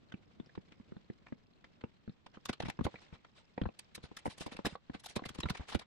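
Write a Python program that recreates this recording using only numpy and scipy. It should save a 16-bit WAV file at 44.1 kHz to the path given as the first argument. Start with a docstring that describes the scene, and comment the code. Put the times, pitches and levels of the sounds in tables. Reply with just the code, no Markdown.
"""A long plastic trim piece, cardboard blocks and a hand tool are handled on a padded workbench.
Over quiet room tone, hand rustle and bench rumble (filtered noise), a tool tip grazes the trim (short noise
strokes), pokes it (choked bench modes) and a few clips click (detuned decaying sines). Just before 2 s the first
heavier knock rings the bench; from 2.3 s knocks and scuffs crowd in, with clicks between, and the rustle swells
several times before one last strong knock. The room is dry, heard by two spaced microphones."""
import sys
import numpy as np
from scipy import signal
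from scipy.fft import rfft, irfft
from scipy.io import wavfile
from scipy.ndimage import uniform_filter1d

SR = 44100
rng = np.random.default_rng(int(sys.argv[2]) if len(sys.argv) > 2 else 0)


def volts_from_decibels(level):
    """Turn decibel levels (scalar or array-like) into linear amplitude factors."""
    exponent = np.asarray(level, float) / 20
    return 10 ** exponent


def digitize_waveform(pressure):
    """Quantize a signal to 16-bit integers and store it at the path in sys.argv[1].

    Rows of a 2-D input are taken as channels; values are limited to [-1, 1].
    """
    field = np.atleast_2d(pressure).T
    bounded = np.clip(field, -1, 1)
    quanta = np.round(bounded * 32767).astype(np.int16)
    wavfile.write(sys.argv[1], SR, quanta)


N = 258405

# Event levels are those ahead of the room.
# how busy the hands are: (time [s], rustle level [dB])
HAND_ACTIVITY = [(0.0, -73.5), (2.33, -77), (3.02, -64), (3.16, -76), (4.31, -69), (4.58, -61.5),
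                 (4.72, -81.5), (4.91, -72), (5.29, -64), (5.55, -61), (5.86, -78)]
# colour of plastic scraping, before any tilt: (frequency [Hz], relative level per hertz [dB])
SCRAPE_COLOUR = [(500, 4.5), (1100, 1.5), (2500, 3.5), (3900, 3.5), (6500, -7), (10500, -12), (12800, -19),
                 (16000, -15.5)]
# colour of the steady room tone: (frequency [Hz], relative level per hertz [dB])
ROOM_TONE_COLOUR = [(30, 4.5), (200, 8.5), (450, -17), (1000, -7.5), (3500, -18.5), (9000, -38.5)]
# the tool tip grazes the trim: (time of fullest level [s], hiss rms there [dB])
TOOL_GRAZES = [(0.1235, -51), (0.5542, -53.5), (0.7223, -53), (1.2678, -54), (1.286, -60), (1.6445, -52.5),
               (1.8124, -57), (2.2654, -48.5), (3.249, -56)]
# the tool tip pokes the trim held against the bench edge: (time [s], mean peak of both sides [dB])
TOOL_POKES = [(0.1399, -32.5), (0.399, -34), (0.5759, -30.5), (0.799, -42.5), (0.92, -35.5), (0.965, -37.5),
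              (1.0998, -31.5), (1.323, -31), (2.077, -35), (2.094, -37)]
# modes of bench and parts: (centre frequency [Hz], decay time t60 before the choke [s])
BENCH_MODES = [(80, 0.5), (140, 0.082), (212, 0.052), (315, 0.03), (510, 0.021), (730, 0.019),
               (1010, 0.028), (1400, 0.003)]
# clips and corners of the trim click: (time [s], peak [dB], pitch centre [Hz])
CLIP_CLICKS = [(0.4596, -60, 4940), (0.4942, -55, 1750), (2.956, -43.5, 2110), (3.6145, -44.5, 1930),
               (4.656, -35, 5020), (5.238, -42, 1863), (5.4327, -30, 3850), (5.4578, -34.5, 1145),
               (5.4873, -34.5, 2013)]
# trim and blocks knock on the bench: (time [s], mean peak of both sides [dB], pitch centre [Hz])
BENCH_KNOCKS = [(1.838, -29.5, 274), (2.3714, -40.5, 330), (2.4949, -26.5, 292), (2.6023, -29, 300),
                (2.633, -31, 205), (2.656, -31, 201), (2.6851, -28.5, 234), (2.7905, -26, 254),
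                (2.8091, -23.5, 180), (2.852, -24.5, 150.8), (2.865, -22.5, 430), (2.9416, -38, 383),
                (3.126, -40.5, 128.3), (3.578, -26.5, 537), (3.615, -23, 188), (3.635, -33.5, 115.4),
                (3.655, -33, 615), (3.6588, -28, 145), (3.688, -35, 377), (3.978, -39.5, 305.4),
                (4.0386, -38.5, 157), (4.1141, -40, 344), (4.2561, -25.5, 596), (4.263, -24.5, 476),
                (4.276, -30.5, 231), (4.379, -47.5, 246), (4.4078, -34, 262.6), (4.4634, -31, 410.6),
                (4.478, -40.5, 490), (4.519, -41.5, 226.4), (4.549, -43, 258), (4.59, -29, 377),
                (4.649, -26, 422.7), (4.6646, -24.5, 354), (4.724, -42.5, 137.5), (4.7533, -33, 730),
                (4.8971, -32.5, 230), (4.9478, -34.5, 290.7), (5.1633, -25.5, 300), (5.177, -40, 600),
                (5.193, -35, 692), (5.221, -36, 285.4), (5.2586, -35.5, 180), (5.302, -41, 180),
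                (5.357, -46, 400), (5.387, -30.5, 163.8), (5.4386, -34.5, 222), (5.4544, -27.5, 138.9),
                (5.503, -27.5, 161), (5.596, -35, 100.9), (5.749, -19, 195)]
# edges scuff the mat and each other:
# (time of fullest level [s], hiss rms there [dB], length scale [ms], brightness, -18 is neutral [dB])
EDGE_SCUFFS = [(2.3467, -59.5, 27, -25.5), (2.4573, -42, 7.8, -13), (2.4936, -39, 12.1, -20),
               (2.5328, -45, 8.8, -19), (2.6035, -38, 6.8, -23), (2.624, -44.5, 8.1, -21.5),
               (2.658, -47, 18.6, -23), (2.686, -45, 8.9, -21), (2.7004, -40, 6.3, -20.5),
               (2.848, -46.5, 15.5, -15), (3.018, -66.5, 15.2, -14.5), (3.1384, -57, 30.3, -24),
               (3.375, -63.5, 45, -18.5), (3.793, -44.5, 6.83, -10), (3.953, -44, 10.5, -10),
               (4.041, -55.5, 29.2, -19), (4.1707, -44.5, 8.8, -16), (4.19, -56, 12, -11.5),
               (4.262, -53.5, 19.5, -4), (4.3083, -54, 32.5, -12), (4.3821, -52, 11.6, -9),
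               (4.4123, -47, 28, -13), (4.4655, -50, 10.7, -15.5), (4.525, -51.5, 23.5, -18),
               (4.568, -46.5, 4.95, -20), (4.6596, -34.5, 17.3, -16.5), (4.699, -58.5, 82, -19),
               (4.945, -52, 21.7, -23), (5, -58, 10.4, -11), (5.044, -53, 15.7, -9),
               (5.0615, -43, 9.4, -11), (5.096, -54.5, 33.6, -12.5), (5.163, -39.5, 12.8, -17.5),
               (5.2578, -43.5, 11.4, -16.5), (5.2916, -46.5, 10, -14), (5.35, -54, 12.2, -12),
               (5.387, -50.5, 9.7, -22), (5.405, -40.5, 6, -16.5), (5.5009, -39, 11.1, -17),
               (5.5521, -44.5, 10.6, -22), (5.5736, -49.5, 11.1, -19), (5.61, -53.5, 33.7, -27),
               (5.693, -49, 33, -16), (5.7274, -47, 27.4, -22.5), (5.7499, -39.5, 13.1, -20.5),
               (5.7951, -47, 8.1, -17.5), (5.815, -54.5, 21.8, -23.5)]

ROOM_TONE_DB = -72.5
CALM_DB, RUMBLE_DB, RUMBLE_FOLLOW = -72.5, -86.5, 0.72  # rumble at calm; dB of rumble per dB of rustle
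LEAN_DB, LEAN_FADE_DB_PER_S = -66.5, 2.5  # rumble of the forearm leaning on the bench, easing off
LEAD_S = 0.03  # from the start of a scuff to its fullest level
GRAZE_MS, GRAZE_BRIGHT_DB = 7.1, -27.5
CATCH_DB = 2  # peak of a catching corner's notes over the scuff's hiss rms
POKE_HZ, POKE_SPREAD, KNOCK_SPREAD = 230, 0.5, 0.99  # pitch centre; spreads in octaves
# edge tick: delay, level under its knock, rise of that level per octave of spread, length scale, brightness
EDGE_LAG_S, EDGE_DB, EDGE_DB_PER_OCTAVE, EDGE_MS, EDGE_BRIGHT_DB = 0.001501, -24, 6.5, 4.5, -35.5
CLICK_DETUNE, CLICK_T60_S, CLICK_RISE_S = 0.074, 0.026, 0.0014  # detune is a fraction of the pitch
CLICK_EDGE_DB = -11  # edge tick against its click


def read(points, hz):
    """Reads a spectrum on a log-frequency axis."""
    point_hz, value = np.transpose(points)
    return np.interp(np.log(hz + 1), np.log(point_hz + 1), value)


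def add(mix, s, sound):
    """Lays a two-channel sound into the mix at a time in seconds."""
    part = mix[:, max(round(s * SR), 0):][:, :sound.shape[1]]
    part += sound[:, :part.shape[1]]


def coloured(x, db):
    """Filters by a dB spectrum and brings the result to rms 1."""
    y = irfft(rfft(x) * volts_from_decibels(db), x.shape[-1])
    return y / np.sqrt(np.mean(y ** 2))


def flicker(span, depth_db):
    """Random level wander shared by both microphones; span is its smoothing in samples."""
    wander = uniform_filter1d(uniform_filter1d(rng.standard_normal(N), span), span)
    return volts_from_decibels(depth_db * wander / wander.std())


def rattle(per_s, t60):
    """Loose clips and corners touch at random; each contact rings one short plastic note, stronger on one side."""
    t = np.arange(512) / SR
    out = np.zeros((2, N))
    for k, hz in enumerate(np.geomspace(450, 5200, 12)):
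        force_db = 2.5 * rng.exponential(1, N).clip(0, 3)
        touches = (rng.random(N) < per_s / SR) * volts_from_decibels(force_db)
        ring = np.sin(2 * np.pi * hz * t) * volts_from_decibels(-60 * t / t60)
        near = signal.oaconvolve(touches, ring)[:N]
        far = 0.5 * np.roll(near, 20)  # 20 samples later
        out += [near, far] if k % 2 == 0 else [far, near]
    return out / out.std()


def rustle(busy_db, hz):
    """Skin and cloth brush plastic: flickering scrape noise and small rattles follow how busy the hands are."""
    tilt_db = -4.5 * np.log2(1 + hz / 3000)
    hiss = coloured(rng.standard_normal((2, N)), read(SCRAPE_COLOUR, hz) + tilt_db)
    hiss *= flicker(span=400, depth_db=2.5)
    return (hiss + volts_from_decibels(-5) * rattle(per_s=12, t60=0.012)) * volts_from_decibels(busy_db)


def rumble(busy_db, hz, t):
    """Hand and forearm movement travels through the bench as flickering low noise."""
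    band_db = -10 * np.log10((hz / 260) ** 4 + 1 + (75 / (hz + 1)) ** 4)  # about 75 to 260 Hz
    low = coloured(rng.standard_normal((2, N)), band_db) * flicker(span=350, depth_db=2.5)
    hands = volts_from_decibels(RUMBLE_DB + RUMBLE_FOLLOW * (busy_db - CALM_DB))
    lean = volts_from_decibels(LEAN_DB - LEAN_FADE_DB_PER_S * t)
    return low * (hands + lean)


def room_tone(hz):
    """Steady filtered noise, independent at the two microphones."""
    return coloured(rng.standard_normal((2, N)), read(ROOM_TONE_COLOUR, hz)) * volts_from_decibels(ROOM_TONE_DB)


def handling():
    """Hand rustle and bench rumble share one activity curve, with room tone beneath."""
    t, hz = np.arange(N) / SR, np.fft.rfftfreq(N, 1 / SR)
    busy_db = np.interp(t, *np.transpose(HAND_ACTIVITY))
    return rustle(busy_db, hz) + rumble(busy_db, hz, t) + room_tone(hz)


def scuff(level_db, length_ms, bright_db):
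    """Packed micro-slips swell twice as fast as they die; a brighter tilt makes a harder edge."""
    t, hz = np.arange(4096) / SR - LEAD_S, np.fft.rfftfreq(4096, 1 / SR)
    grain_db = 15.0 * uniform_filter1d(rng.standard_normal(len(t)), 30)
    slips = rng.standard_normal((2, len(t))) * volts_from_decibels(grain_db)
    ripple_depth_db = 12.0 + 45 / length_ms  # short ticks ring with most colour
    ripple_db = ripple_depth_db * uniform_filter1d(rng.standard_normal(len(hz)), 60)
    tilt_db = (bright_db + 18.0) * np.clip(np.log2(hz / 2600 + 1e-9) / 1.5, -0.6, 1.2)
    stroke = coloured(slips, read(SCRAPE_COLOUR, hz) + tilt_db + ripple_db)
    # corners catch along the stroke
    for place, pitch in rng.random((round(length_ms / 3), 2)):
        catch_s = LEAD_S + (1.5 * place - 0.5) * length_ms / 1000
        add(stroke, catch_s, click(CATCH_DB, 600 * 7 ** pitch))
    u = t * 1000 / length_ms
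    shape = np.exp(-abs(u / np.where(t < 0, 0.4, 0.8)) ** 1.84)
    shape += volts_from_decibels(-27.0) * np.exp(-(t / 0.0087) ** 2) * (t > 0)  # the part drags softly afterwards
    return stroke * shape * volts_from_decibels(level_db)


def knock(peak_db, centre_hz, spread):
    """A soft push rings the modes near its pitch centre; each microphone hears them in its own phase."""
    t = np.arange(4096) / SR
    hz, t60 = np.transpose(BENCH_MODES)[:, :, None]
    shift, phase, apart = rng.standard_normal((len(BENCH_MODES), 3)).T[:, :, None]
    reach_db = -4.5 * (np.log2(hz / centre_hz) / spread) ** 2  # bell around the centre
    rise = 1 - np.exp(-(t * hz / 0.35) ** 2)  # the push lasts most of a cycle
    choke = np.exp(-(t / 0.016) ** 2)  # hand and pad stop the ring
    ring = volts_from_decibels(reach_db - 60 * t / t60) * rise * choke
    turn = 2 * np.pi * hz * (1 + 0.088 * shift) * t + 0.63 * phase
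    pair = np.array([(ring * np.sin(turn + side * 0.72 * apart)).sum(0) for side in (1, -1)])
    pair /= abs(signal.hilbert(pair)).max(1)[:, None]
    balance_db = 0.5 + 1.84 * rng.standard_normal()  # a little left on average
    return pair * volts_from_decibels(peak_db + balance_db * np.array([[1], [-1]]))


def click(peak_db, hz):
    """A clip or corner flicks: three close plastic notes die quickly."""
    t = np.arange(2048) / SR
    shift, apart = rng.standard_normal((2, 3, 1))
    turn = 2 * np.pi * hz * (1 + CLICK_DETUNE * shift) * t
    pair = np.array([np.sin(turn + side * apart / 2).sum(0) for side in (1, -1)])
    pair *= volts_from_decibels(-60 * t / CLICK_T60_S) * np.minimum(t / CLICK_RISE_S, 1)
    return pair / abs(pair).max(1, keepdims=True) * volts_from_decibels(peak_db)


def room(x, t60, wet_db, top_hz):
    """A short, dull scatter of sparse random reflections off the bench clutter."""
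    t = np.arange(4000) / SR
    sparse = rng.standard_normal((2, len(t))) * (rng.random((2, len(t))) < 0.05)
    tail = sparse * volts_from_decibels(-60 * t / t60) * (t > 0.002)
    tail /= np.linalg.norm(tail, axis=1, keepdims=True)
    tail = signal.lfilter(*signal.butter(2, [250, top_hz], "band", fs=SR), tail)
    return x + volts_from_decibels(wet_db) * signal.oaconvolve(x, tail, axes=1)[:, :N]


def scene():
    """Hits in their room over the handling noise; knocks and clicks each bring a dull tick of the edge."""
    hits = np.zeros((2, N))
    for s, level_db in TOOL_GRAZES:
        add(hits, s - LEAD_S, scuff(level_db, GRAZE_MS, GRAZE_BRIGHT_DB))
    blows = [(*row, POKE_HZ, POKE_SPREAD) for row in TOOL_POKES]
    blows += [(*row, KNOCK_SPREAD) for row in BENCH_KNOCKS]
    for s, peak_db, centre_hz, spread in blows:
        add(hits, s, knock(peak_db, centre_hz, spread))
        edge_db = peak_db + EDGE_DB + EDGE_DB_PER_OCTAVE * spread
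        add(hits, s + EDGE_LAG_S - LEAD_S, scuff(edge_db, EDGE_MS, EDGE_BRIGHT_DB))
    for s, peak_db, hz in CLIP_CLICKS:
        add(hits, s, click(peak_db, hz))
        add(hits, s + EDGE_LAG_S - LEAD_S, scuff(peak_db + CLICK_EDGE_DB, GRAZE_MS, GRAZE_BRIGHT_DB))
    for s, level_db, length_ms, bright_db in EDGE_SCUFFS:
        add(hits, s - LEAD_S, scuff(level_db, length_ms, bright_db))
    return room(hits, t60=0.07, wet_db=-10, top_hz=5500) + handling()


def mute_quiet_treble(x, from_hz, gate_db, slope_db):
    """Silences treble bands that fall under a threshold rising by slope_db per octave."""
    hz, _, z = signal.stft(x, SR, nperseg=512, noverlap=384)
    power = uniform_filter1d(abs(z) ** 2, 12, axis=1)  # smoothed over frequency
    power = uniform_filter1d(power, 3, axis=2)  # then over time
    band_db = 10 * np.log10(power)
    limit_db = (gate_db + slope_db * np.log2(hz / from_hz + 1e-9))[:, None]
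    keep = np.clip((band_db - limit_db) / 3, 0, 1)  # opens fully 3 dB above the limit
    keep[:, hz < from_hz] = 1
    return signal.istft(z * keep, SR, nperseg=512, noverlap=384)[1][:, :N]


def roll_off(x):
    """The treble ends steeply here."""
    return signal.sosfilt(signal.butter(12, 16410, fs=SR, output="sos"), x)


def record(dry):
    """The recorder gates faint treble and delivers the finished mix."""
    mix = mute_quiet_treble(dry, from_hz=8360, gate_db=-103, slope_db=32.5)
    return roll_off(mix)


dry = scene()
out = record(dry)
digitize_waveform(out)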